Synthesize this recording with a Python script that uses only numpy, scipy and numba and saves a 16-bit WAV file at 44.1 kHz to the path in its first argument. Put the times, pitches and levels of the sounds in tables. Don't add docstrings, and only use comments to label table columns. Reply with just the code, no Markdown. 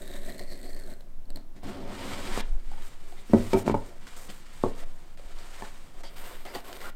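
import sys
import numpy as np
from scipy import signal
from scipy.fft import rfft, irfft
from scipy.io import wavfile
from scipy.ndimage import uniform_filter1d
from numba import njit

SR = 44100
rng = np.random.default_rng(int(sys.argv[2]) if len(sys.argv) > 2 else 0)


def magnitude_from_level(level_db):
    exponent = np.asarray(level_db, float) / 20
    return 10 ** exponent


def wav_record(signal):
    frames = np.transpose(np.atleast_2d(signal))
    bounded = np.clip(frames, -1, 1)
    quanta = np.round(bounded * 32767).astype(np.int16)
    wavfile.write(sys.argv[1], SR, quanta)


N = 306698
T = np.arange(N) / SR


def unit(x):
    return x / np.sqrt(np.mean(x ** 2))


@njit
def moving_band(x, hz, width):
    y, b, l = np.empty(len(x)), 0., 0.
    for i in range(len(x)):
        g, k = np.tan(np.pi * hz[i] / SR), width / hz[i]
        v = (b + g * (x[i] - l)) / (1 + g * (g + k))
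        b, l, y[i] = 2 * v - b, l + 2 * g * v, k * v
    return y


def band(x, hz, width):
    return moving_band(x, np.full(len(x), 1. * hz), 1. * width)


def bands(x, table):
    return sum(magnitude_from_level(db) * band(x, hz, width) for hz, width, db in table)


def colour(x, points, size=2048):
    hz, db = np.transpose(points)
    grid = np.maximum(np.arange(size // 2 + 1) * SR / size, 1)
    curve_db = np.interp(np.log(grid), np.log(hz), np.maximum(db, -70))
    cepstrum = irfft(curve_db * np.log(10) / 20)
    cepstrum[1:size // 2] *= 2
    cepstrum[size // 2 + 1:] = 0
    response = irfft(np.exp(rfft(cepstrum)))
    return signal.fftconvolve(x, response)[:len(x)]


def split(x, hz, kind):
    return signal.sosfilt(signal.butter(4, hz, kind, fs=SR, output="sos"), x)


def walk(rate):
    k = int(SR / rate)
    steps = np.repeat(rng.standard_normal(N // k + 1), k)
    return 1.3 * uniform_filter1d(steps, k)[:N]


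def patchy(x, db):
    return unit(x) * magnitude_from_level(db * walk(70))


def curves(table):
    s, *columns = np.transpose(table)
    return [np.interp(T, s, c, left=-120, right=-120) for c in columns]


def peaks(s, db, rise, fall):
    rows = np.broadcast_arrays(s, db, rise, fall)
    coarse = T[::32]
    levels = [d - np.maximum(r * (at - coarse), f * (coarse - at)) for at, d, r, f in zip(*rows)]
    return np.max(levels, axis=0).repeat(32)[:N]


def grit(rate, spread_db, smooth):
    chance = rng.random((3, N))
    force = magnitude_from_level(-spread_db * np.log(chance[2] + .02))
    snaps = (chance[0] < rate / SR) * np.sign(chance[1] - .5) * force
    return unit(snaps) + smooth * rng.standard_normal(N)


def slips(rate, db, fall_s):
    chance = rng.random((2, N))
    starts = (chance[0] < rate / SR) * chance[1]
    jumps = signal.lfilter([1], [1, -np.exp(-1 / (fall_s * SR))], starts)
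    return magnitude_from_level(db * jumps)


# (f/Hz, width/Hz, level/dB)
BOX_HOLLOW = [(93, 89, -4.5), (198.4, 23, -0.5), (259.7, 40.7, 5), (300, 134, 1.5), (375.7, 41, 5.5),
              (551, 104, 1.5), (648, 133, 6), (757, 330, -4), (871, 51, -1), (1190, 410, -9),
              (1165, 360, -10.5)]


def hollow(force):
    modes = enumerate(BOX_HOLLOW)
    return unit(sum((-1) ** k * magnitude_from_level(db) * band(force, hz, width) for k, (hz, width, db) in modes))


# (f/Hz, level/dB per Hz)
AIR_COLOUR = [(53, -8), (90, -5.5), (188, -6), (308, -12), (343, -8.5), (417, -19), (464, -15),
              (495, -13.5), (2020, -28.5), (8940, -36.5), (15700, -36)]
# (f/Hz, level/dB rms)
MACHINE_HUM = [(45, -64), (75, -69)]


def room_tone():
    air_db = -58 + 0.27 * walk(3.5)
    air = unit(colour(rng.standard_normal(N), AIR_COLOUR)) * magnitude_from_level(air_db)
    return air + sum(magnitude_from_level(db) * np.sqrt(2) * np.sin(2 * np.pi * hz * T) for hz, db in MACHINE_HUM)


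# (t/s, sway level/dB, shake level/dB)
ARM_JOLTS = [(0.0, -33, -46), (0.12, -29, -56), (0.32, -28, -51), (0.46, -28, -49), (0.65, -34, -47),
             (0.79, -28, -50), (1.3, -27, -57), (2.52, -22, -27), (2.69, -25, -42), (2.84, -25, -54),
             (3.2, -33, -48), (3.39, -37, -32), (3.55, -34, -37), (3.74, -32, -30), (4.72, -28, -44),
             (4.8, -28, -55), (5.23, -37, -42), (5.36, -30, -44), (5.52, -36, -47), (5.96, -33, -57),
             (6.37, -33, -60), (6.46, -37, -55)]


def arm():
    s, sway_db, shake_db = np.transpose(ARM_JOLTS)
    sway_db = np.maximum(peaks(s, sway_db, rise=35, fall=45), -36)
    shake_db = np.maximum(peaks(s, shake_db, rise=130, fall=140), -59)
    swing = np.sin(2 * np.pi * np.cumsum(14 + 1.3 * walk(4)) / SR)
    wobble = unit(band(band(rng.standard_normal(N), 9, 6), 9, 6))
    sway = swing + .5 * wobble
    shake = split(band(rng.standard_normal(N), 26.5, 7.7), 49, "low")
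    return split(magnitude_from_level(sway_db) * unit(sway) + magnitude_from_level(shake_db) * unit(shake), 48, "low")


# (t/s, bite level/dB, blade ring level/dB, let-go slope/dB per s)
BLADE_JERKS = [(0.0, -53, -76, 39), (0.09, -54, -60, 40), (0.175, -52, -62, 400), (0.286, -51, -63, 69),
               (0.422, -54.5, -54, 120), (0.53, -54.5, -52, 104), (0.692, -55, -55.5, 102),
               (0.79, -57.5, -61, 63), (0.916, -54.5, -71, 350.5)]
# (t/s, blade ring f/Hz, paper ring f/Hz)
BLADE_DEPTH = [(0.0, 3760, 1710), (0.19, 3750, 1790), (0.4, 4250, 1990), (0.77, 4300, 1840),
               (0.85, 4240, 1620), (1.5, 4300, 1740)]
# (f/Hz, width/Hz, level/dB)
PAPER_FLAP = [(2100, 170, -11), (3300, 1400, -13.5), (1140, 300, -10)]
# (f/Hz, level/dB per Hz)
SEAL_COLOUR = [(2940, -50), (5000, -8), (5240, -13), (6990, -15), (8420, -3), (10400, -19), (11300, -5),
               (12700, -2), (15700, 0)]
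# (f/Hz, width/Hz, level/dB)
BLADE_MODES = [(8230, 1300, -4.5), (11350, 1200, -8.5), (13100, 1800, -11.5), (1900, 370, -6.5)]


def blade():
    s, bite_db, sing_db, fall = np.transpose(BLADE_JERKS)
    load, ring_steeper = 69, 2.8
    rasp_db = peaks(s, bite_db, load, fall)
    ring_db = peaks(s, sing_db, ring_steeper * load, ring_steeper * fall)
    boom_db, fine_db = rasp_db + 7.5, rasp_db - 1.5
    hz, paper_hz = uniform_filter1d(np.clip(curves(BLADE_DEPTH), 1500, 5000), size=3000)

    fibres = grit(rate=1600, spread_db=3.2, smooth=.5)
    force = patchy(fibres * slips(rate=150, db=7, fall_s=.0025), .8)
    rasp = moving_band(force, paper_hz, 350.0) + bands(force, PAPER_FLAP)
    ring = moving_band(force, hz, 240.0)

    fine = force + .7 * grit(rate=1600, spread_db=3.2, smooth=.5)
    fine = colour(fine, SEAL_COLOUR) + magnitude_from_level(-2) * bands(fine, BLADE_MODES[:3])
    fizz = patchy(split(fine, 10300, "high"), 2.4)
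    fine = patchy(split(fine, 10300, "low"), 1.6) + magnitude_from_level(-4.5) * fizz
    boom = split(hollow(grit(rate=1500, spread_db=3.5, smooth=0.83)), 610, "low")

    cut = magnitude_from_level(rasp_db) * patchy(rasp, 0.9) + magnitude_from_level(ring_db) * patchy(ring, 1.4)
    cut += magnitude_from_level(boom_db) * patchy(boom, 2.04) + magnitude_from_level(fine_db - 2.5) * unit(fine)
    return cut + tears(hz)


# (t/s, peak level/dB)
FIBRE_TEARS = [(0.02, -40), (0.024, -47), (0.053, -51), (0.077, -38), (0.097, -49), (0.11, -43),
               (0.139, -41), (0.165, -46), (0.17, -48), (0.178, -48), (0.217, -46), (0.233, -46),
               (0.249, -44), (0.276, -45), (0.282, -49), (0.301, -41.5), (0.322, -42), (0.345, -44),
               (0.381, -37.5), (0.39, -43), (0.414, -51), (0.42, -46), (0.436, -45), (0.443, -51),
               (0.502, -44), (0.515, -43), (0.525, -43), (0.532, -43), (0.554, -53), (0.573, -51),
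               (0.577, -46), (0.614, -43), (0.63, -43), (0.644, -46), (0.656, -49), (0.667, -49),
               (0.678, -47), (0.689, -50), (0.696, -46), (0.731, -44.5), (0.7466, -42), (0.791, -43.5),
               (0.798, -40.5), (0.836, -48), (0.863, -47), (0.874, -48), (0.9, -48), (0.904, -49),
               (0.917, -50), (0.937, -46), (1.0075, -52.5), (1.054, -63), (1.255, -58), (1.303, -41.5),
               (1.359, -36.5), (1.3657, -51.5), (1.3715, -43), (1.395, -59)]


def tears(blade_hz):
    s, peak_db = np.transpose(FIBRE_TEARS)
    t = T[:400]
    shape = np.exp(-t / .0012) * np.minimum(t / 0.00028, 1)
    bursts = rng.standard_normal((len(s), len(t))) * shape
    force = np.zeros(N)
    for at, db, rip in zip(s, peak_db, bursts):
        start = int(at * SR)
        force[start:start + len(t)] += magnitude_from_level(db + 6.5) * rip / np.sqrt(np.mean(rip[:100] ** 2))
    paper = magnitude_from_level(-14) * colour(force, SEAL_COLOUR)
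    return paper + magnitude_from_level(3) * moving_band(force, blade_hz, 330.) + bands(force, BLADE_MODES)


# (f/Hz, level/dB per Hz)
BOARD_COLOUR = [(590, 1.5), (1000, 4), (1270, 2), (1620, -1.5), (2370, -1), (2570, -4.5), (2880, -2),
                (4730, -5), (6030, -10.5), (8520, -10), (10400, -21.5), (13200, -15.5), (15700, -21.5)]
# (t/s, peak level/dB, body thud level/dB, thud f/Hz)
SNAP_TICKS = [(1.0073, -48, 0, 527), (1.303, -46, 0, 580), (1.3585, -48, 4, 577), (1.372, -47, 8, 650),
              (1.636, -56, -15, 600), (3.5325, -31.5, -23, 1980), (3.665, -36, -8, 895),
              (3.334, -36.5, 7.5, 1485), (3.336, -42, 6, 1950), (1.6329, -47, 10, 713),
              (2.716, -44.5, 6.5, 803), (2.7744, -54, -13, 880), (3.1241, -45, 5, 730),
              (3.888, -52, 12, 416), (4.069, -44.5, 4, 1460), (4.1794, -56, -6, 510),
              (4.3006, -37, -2, 533), (4.828, -44.5, 5.5, 657), (5.174, -46, -5, 624), (5.196, -48, 9, 553),
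              (5.3877, -41, -6, 610), (6.037, -40.5, -1, 925), (6.4513, -41, -10, 640),
              (6.7286, -31, -6, 606), (5.622, -44, 6.5, 1760), (6.4645, -40, -4, 1980),
              (6.476, -46, -6, 2000), (6.49, -49, -13, 3020), (6.5497, -31, -6, 4710),
              (6.555, -34, -2, 1900), (6.604, -42, -13, 2020), (6.645, -43.5, -4, 1500),
              (6.805, -39, -4, 1900), (6.815, -37.5, -2, 2020), (6.826, -40, 0, 1100),
              (6.843, -38, 1, 1290), (6.856, -36, 4, 1400), (6.868, -39, 0, 1500), (6.889, -44.5, -1, 1900),
              (6.901, -43, -11, 1500), (5.61, -44, 4, 600), (6.766, -35, -23, 665)]


def ticks(snap_s=0.0021, thud_s=0.0047):
    out, t = np.zeros(N + SR), np.arange(4096) / SR
    for s, peak_db, thud_db, hz in SNAP_TICKS:
        snap = colour(rng.standard_normal(len(t)) * np.exp(-t / snap_s), BOARD_COLOUR)
        snap = split(snap, 1260, "high")
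        thud = np.sin(2 * np.pi * hz * t) * np.exp(-t / thud_s)
        start = int(s * SR)
        out[start:start + len(t)] += magnitude_from_level(peak_db) * (snap / np.abs(snap).max() + magnitude_from_level(thud_db) * thud)
    return out[:N]


def strokes(table, contact):
    out = np.zeros((5, N))
    ring_db, fine_db, boom_db, top_db, touch, lift = contact
    touch, lift = max(touch, .004), max(lift, .015)
    for s, length, db, swell_db, walls_db in table:
        end = s + length
        at = slice(int((s - touch) * SR), int((end + lift) * SR))
        shape_db = np.interp(T[at], [s - touch, s, end, end + lift], [-30, 0, swell_db, swell_db - 30])
        layers_db = db + np.array([[0], [walls_db + ring_db], [fine_db], [walls_db + boom_db], [top_db]])
        out[:, at] = np.maximum(out[:, at], magnitude_from_level(layers_db + shape_db))
    return out


# (t/s, length/s, pressure level/dB, swell/dB, share into the walls/dB)
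DESK_STROKES = [(1.3, .025, -72, -9, 20), (1.36, 0.08, -62, -17, 13.5), (1.568, 0.045, -62, -10, 10.5),
                (2.6, 0.14, -65, 8, -2), (3.335, 0.15, -50, -2.5, 4), (3.666, 0.031, -46, 0.5, 13),
                (3.715, 0.0065, -47, -1, 9), (4.0, 0.079, -60.5, 4, -3.5), (4.301, 0.02, -47, -15.5, -1.5),
                (4.4, 0.31, -59.5, 5.5, -17), (4.635, 0.11, -51, -8, -10)]
SLEEVE_STROKES = [(2.82, 0.065, -62, 2, -12), (3.08, 0.14, -63.5, -2, -23), (3.27, 0.074, -61, -5, -21),
                  (3.355, 0.16, -57, 2.5, -17), (3.56, .035, -55.5, 9, -3), (3.595, 0.034, -48.5, -4.5, -3),
                  (3.5, 0.023, -53, -2, -20), (3.715, 0.01, -66, -7, -20), (1.635, 0.0093, -57, -6, -20),
                  (3.86, 0.036, -64.5, -1.5, -20), (4.165, 0.11, -52.5, -4.5, -7.5),
                  (4.305, 0.025, -53.5, -5, -17), (4.335, 0.074, -59.5, -4, -20), (4.53, .17, -63, 0, -20),
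                  (4.78, 0.039, -59, -5, -22)]
FINGER_STROKES = [(2.45, 0.15, -58.5, -8.5, 1), (2.745, 0.2, -58.5, 0.5, -6), (2.95, 0.34, -61.5, 0.5, -12),
                  (3.5, 0.042, -51.5, 9.5, -4), (3.54, 0.022, -47, -5, 17), (3.745, 0.24, -56, -6, 2.5),
                  (4.07, 0.1, -50, -7, -13), (4.75, 0.088, -56, 1.5, -1), (4.86, 0.29, -62, -3, -4),
                  (3.25, 0.068, -58.5, 0, -19), (4.32, 0.084, -59.5, -4, -11),
                  (5.175, 0.26, -60, 1.5, -4.5), (5.386, 0.27, -56, 5, -6), (5.62, 0.32, -51.5, -12.5, -7),
                  (5.93, 0.086, -63, 6.5, -1.5), (6.035, 0.065, -53, -8, -3)]
FOAM_STROKES = [(6.11, 0.055, -60, -2, 1), (6.168, 0.096, -51.5, 1, -2.5), (6.26, 0.1, -49, -4.5, -2.5),
                (6.36, 0.095, -56, -4.5, -2), (6.5, 0.047, -58.5, 0, 2), (6.57, 0.042, -56, -2.5, 4.5),
                (6.61, .04, -64, -5, 4), (6.65, 0.124, -54, 4, 1), (6.775, 0.027, -56.5, 1, -5),
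                (6.812, 0.086, -50.5, 0, -0.5)]
EDGE_SNAGS = [(6.453, .08, -50, -7, 2), (6.538, .016, -50, 8, 0), (6.555, .02, -44, -12, 0)]
# (wall ring level/dB, fine hiss level/dB, deep boom level/dB, top fizz level/dB, touch/s, lift/s)
WOOD_CONTACT = (-7, -5.5, 0.5, -21, 0.055, 0.0259)
CLOTH_CONTACT = (3, -0.5, -19, -5.5, -0.03, -0.14)
SKIN_CONTACT = (1.5, -4.5, -17, -16.5, -0.0157, -0.01)
FOAM_CONTACT = (1, -8, -18, -5.5, 0.04, -0.1)
EDGE_CONTACT = (1.5, -10.5, -23, -9.5, 0, 0.09)


def rubbing():
    contacts = [(FINGER_STROKES, SKIN_CONTACT), (DESK_STROKES, WOOD_CONTACT), (SLEEVE_STROKES, CLOTH_CONTACT),
                (FOAM_STROKES, FOAM_CONTACT), (EDGE_SNAGS, EDGE_CONTACT)]
    gains = np.sqrt(slide() ** 2 + sum(strokes(*contact) ** 2 for contact in contacts))
    force = patchy(grit(rate=3000, spread_db=3.5, smooth=1.1), .9)
    foam_s = 6.12
    cells = .35 * (T > foam_s) * grit(rate=350, spread_db=4.5, smooth=0)
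    board, walls = colour(force + cells, BOARD_COLOUR), hollow(force)

    low, high = split(board, 5800, "low"), split(board, 5800, "high")
    dull_rasp = patchy(split(low, 2030, "low"), 0.96)
    bright_rasp = patchy(split(low, 1570, "high"), 0.98)
    rasp = magnitude_from_level(1.13) * unit(dull_rasp + magnitude_from_level(2.5) * bright_rasp)
    ring = unit(patchy(split(walls, 285, "high"), 1.6))
    hiss = unit(patchy(split(high, 10300, "low"), 0.37))
    boom = unit(split(walls, 285, "low"))
    fizz = unit(patchy(split(high, 10300, "high"), 0.42))
    return sum(gain * layer for gain, layer in zip(gains, (rasp, ring, hiss, boom, fizz)))


# (t/s, speed level/dB)
LID_SLIDE = [(1.62, -64), (1.64, -54.5), (1.686, -47), (1.79, -55), (1.86, -55.5), (1.95, -47),
             (2.118, -43), (2.25, -44), (2.412, -38)]


def slide():
    speed_db, = curves(LID_SLIDE)
    grip_s, grip_db = LID_SLIDE[1]
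    held_db = np.minimum(2 * (speed_db - grip_db), 0)
    ring_db = -47.5 + held_db
    boom_db = -43 - 2 * (T - grip_s) + held_db
    fine_db = speed_db - 7 + 0.22 * (speed_db - LID_SLIDE[-2][1])
    gains = magnitude_from_level(np.array([speed_db, ring_db, fine_db, boom_db, fine_db - 11.5]))
    return uniform_filter1d(gains, size=400)


CONTACT_CRACK_DB = {"flat": -35, "edge": -22.5, "corner": -13, "scuff": 0}


def knocks(events, modes, push_s, crack_s):
    out, t = np.zeros(N + SR), np.arange(SR // 2)[:, None] / SR
    hz, db, t60 = np.transpose(modes)
    push = np.hanning(int(push_s * SR) + 3)
    lag_s = .0015
    for s, peak_db, ring, bright_db, struck_hz, contact in events:
        spot = rng.standard_normal((3, len(hz)))
        phase = 2 * np.pi * hz * (1 + .01 * spot[0]) * t + .9 * spot[2]
        tones = np.sin(phase) * np.exp(-np.log(1000) * t / (t60 * max(ring, .1)))
        strike_db = db + bright_db * np.log2(hz / 400) + 1.5 * spot[1]
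        strike_db += 8 * np.exp(-(np.log2(hz / struck_hz) / 0.13) ** 2)
        body = np.convolve(tones @ magnitude_from_level(strike_db), push)[:len(t)]
        body = split(body, 85, "high")
        crack = colour(rng.standard_normal(len(t)) * np.exp(-t[:, 0] / crack_s), BOARD_COLOUR)
        blow = body / np.abs(body).max() + magnitude_from_level(CONTACT_CRACK_DB[contact]) * crack / np.abs(crack).max()
        start = int((s + lag_s) * SR)
        out[start:start + len(t)] += magnitude_from_level(peak_db) * blow
    return out[:N]


# (t/s, peak level/dB, ring time factor, brightness/dB per octave, favoured f/Hz, contact)
BOX_TAPS = [(2.374, -16.5, 0.17, 6, 300, "corner"), (2.384, -57, 0.33, 15, 1290, "edge"),
            (4.636, -9, 0.4, 0.5, 292, "flat"), (4.644, -21.5, 2.4, -10, 407, "flat"),
            (4.661, -16.5, 0.59, -16, 404, "flat"), (5.621, -26.5, 0.65, -1, 860, "corner"),
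            (5.631, -35.5, 0.77, -8, 860, "edge"), (6.551, -26.5, 0.45, 3.5, 404, "corner"),
            (6.557, -29, 1.4, -3, 875, "corner")]
# (f/Hz, level/dB, time to fall 60 dB/s)
BOX_MODES = [(115, -17, 0.077), (470, -1, 0.055), (275, 5, 0.093), (404, 14, 0.044), (553, 12.5, 0.068),
             (690, 6, 0.1), (860, 19.5, 0.026), (1085, 13.5, 0.061), (1290, -41, 0.026), (198, -28, 0.18)]


def box_taps():
    return knocks(BOX_TAPS, BOX_MODES, push_s=0.00086, crack_s=0.0016)


# (t/s, length/s, f/Hz, level/dB)
WALL_SQUEAKS = [(2.718, 0.03, 814, -54), (2.771, 0.025, 3280, -58), (2.774, 0.017, 890, -48),
                (3.031, .17, 370, -52), (2.8, .15, 375, -54), (2.72, .14, 210, -52), (3.15, .12, 385, -55),
                (3.166, 0.035, 2020, -55), (3.171, 0.043, 3650, -54), (6.035, .06, 2200, -55),
                (6.037, .065, 4650, -49), (6.04, .07, 3250, -51), (6.453, 0.085, 2050, -47),
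                (6.455, 0.04, 624, -43), (6.478, 0.059, 4870, -52), (6.68, 0.06, 680, -47),
                (6.86, .04, 1250, -46), (6.545, .02, 4700, -45), (3.535, .05, 2350, -42),
                (3.28, .15, 5600, -58), (6.808, 0.063, 2000, -49), (6.845, 0.03, 1400, -46)]


def squeaks():
    out, t = np.zeros(N), T[:8192]
    for s, length, hz, db in WALL_SQUEAKS:
        shape = np.clip(np.minimum(t / 0.0013, 3 - 3 * t / length), 0, 1)
        catch = rng.standard_normal(8192) * shape
        start = int(s * SR)
        ring = band(catch, hz, 70 + hz / 24)[:N - start]
        out[start:start + 8192] += magnitude_from_level(db + 4.0) * ring / np.abs(ring).max()
    return out


# (t/s, peak level/dB, ring time factor, brightness/dB per octave, favoured f/Hz, contact)
LID_BOUNCES = [(3.296, -30.5, 1.2, -11, 319, "edge"), (3.333, -4.5, 1.09, -2.5, 223, "flat"),
               (3.531, -10, 1.5, 4.5, 395, "corner"), (3.545, -13, 0.81, -5.5, 300, "flat"),
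               (3.570, -15.5, 0.43, 2.5, 404, "edge"), (3.662, -36, 0.48, 6, 805, "scuff"),
               (3.677, -9, 0.24, 5.5, 600, "edge"), (3.696, -12, 0.44, 5, 902, "edge"),
               (3.710, -21.5, 0.7, -12, 326, "edge"), (3.741, -13.5, 0.56, 3.5, 894, "edge"),
               (3.748, -15, 0.5, -3, 334, "flat")]
# (f/Hz, level/dB, time to fall 60 dB/s)
LID_MODES = [(102, -11.5, 0.46), (214, -42, 0.123), (235.2, 3.5, 0.16), (309.3, 5.5, 0.075),
             (381, 2.5, 0.17), (451, 4.5, 0.069), (537, 2, 0.09), (600, -4, 0.097), (670, -6, 0.081),
             (824, -8.5, 0.094), (902, -1, 0.052), (1283, -14, 0.1), (1414, -24, 0.089), (2280, -11, 0.065)]


def lid_bounces():
    return knocks(LID_BOUNCES, LID_MODES, push_s=0.00054, crack_s=0.0059)


def room(x, t60=0.25, wet_db=-14, dull_hz=3000):
    t = np.arange(SR // 2) / SR
    tail = rng.standard_normal(len(t)) * np.exp(-np.log(1000) * t / t60) * np.minimum(t / .006, 1)
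    tail = band(tail, 555, dull_hz)
    return x + magnitude_from_level(wet_db) * signal.fftconvolve(x, tail / np.sqrt(np.sum(tail ** 2)))[:N]


def scene():
    desk = blade() + ticks() + rubbing() + box_taps() + squeaks() + lid_bounces()
    return (room(desk) + arm() + room_tone())[None]


def low_pass(x):
    return signal.sosfilt(signal.butter(12, 15830, fs=SR, output="sos"), x)


def record(dry):
    top_cut = signal.ellip(8, .2, 70, 15800, fs=SR, output="sos")
    mix = signal.sosfilt(top_cut, dry)
    return low_pass(mix)


dry = scene()
out = record(dry)
wav_record(out)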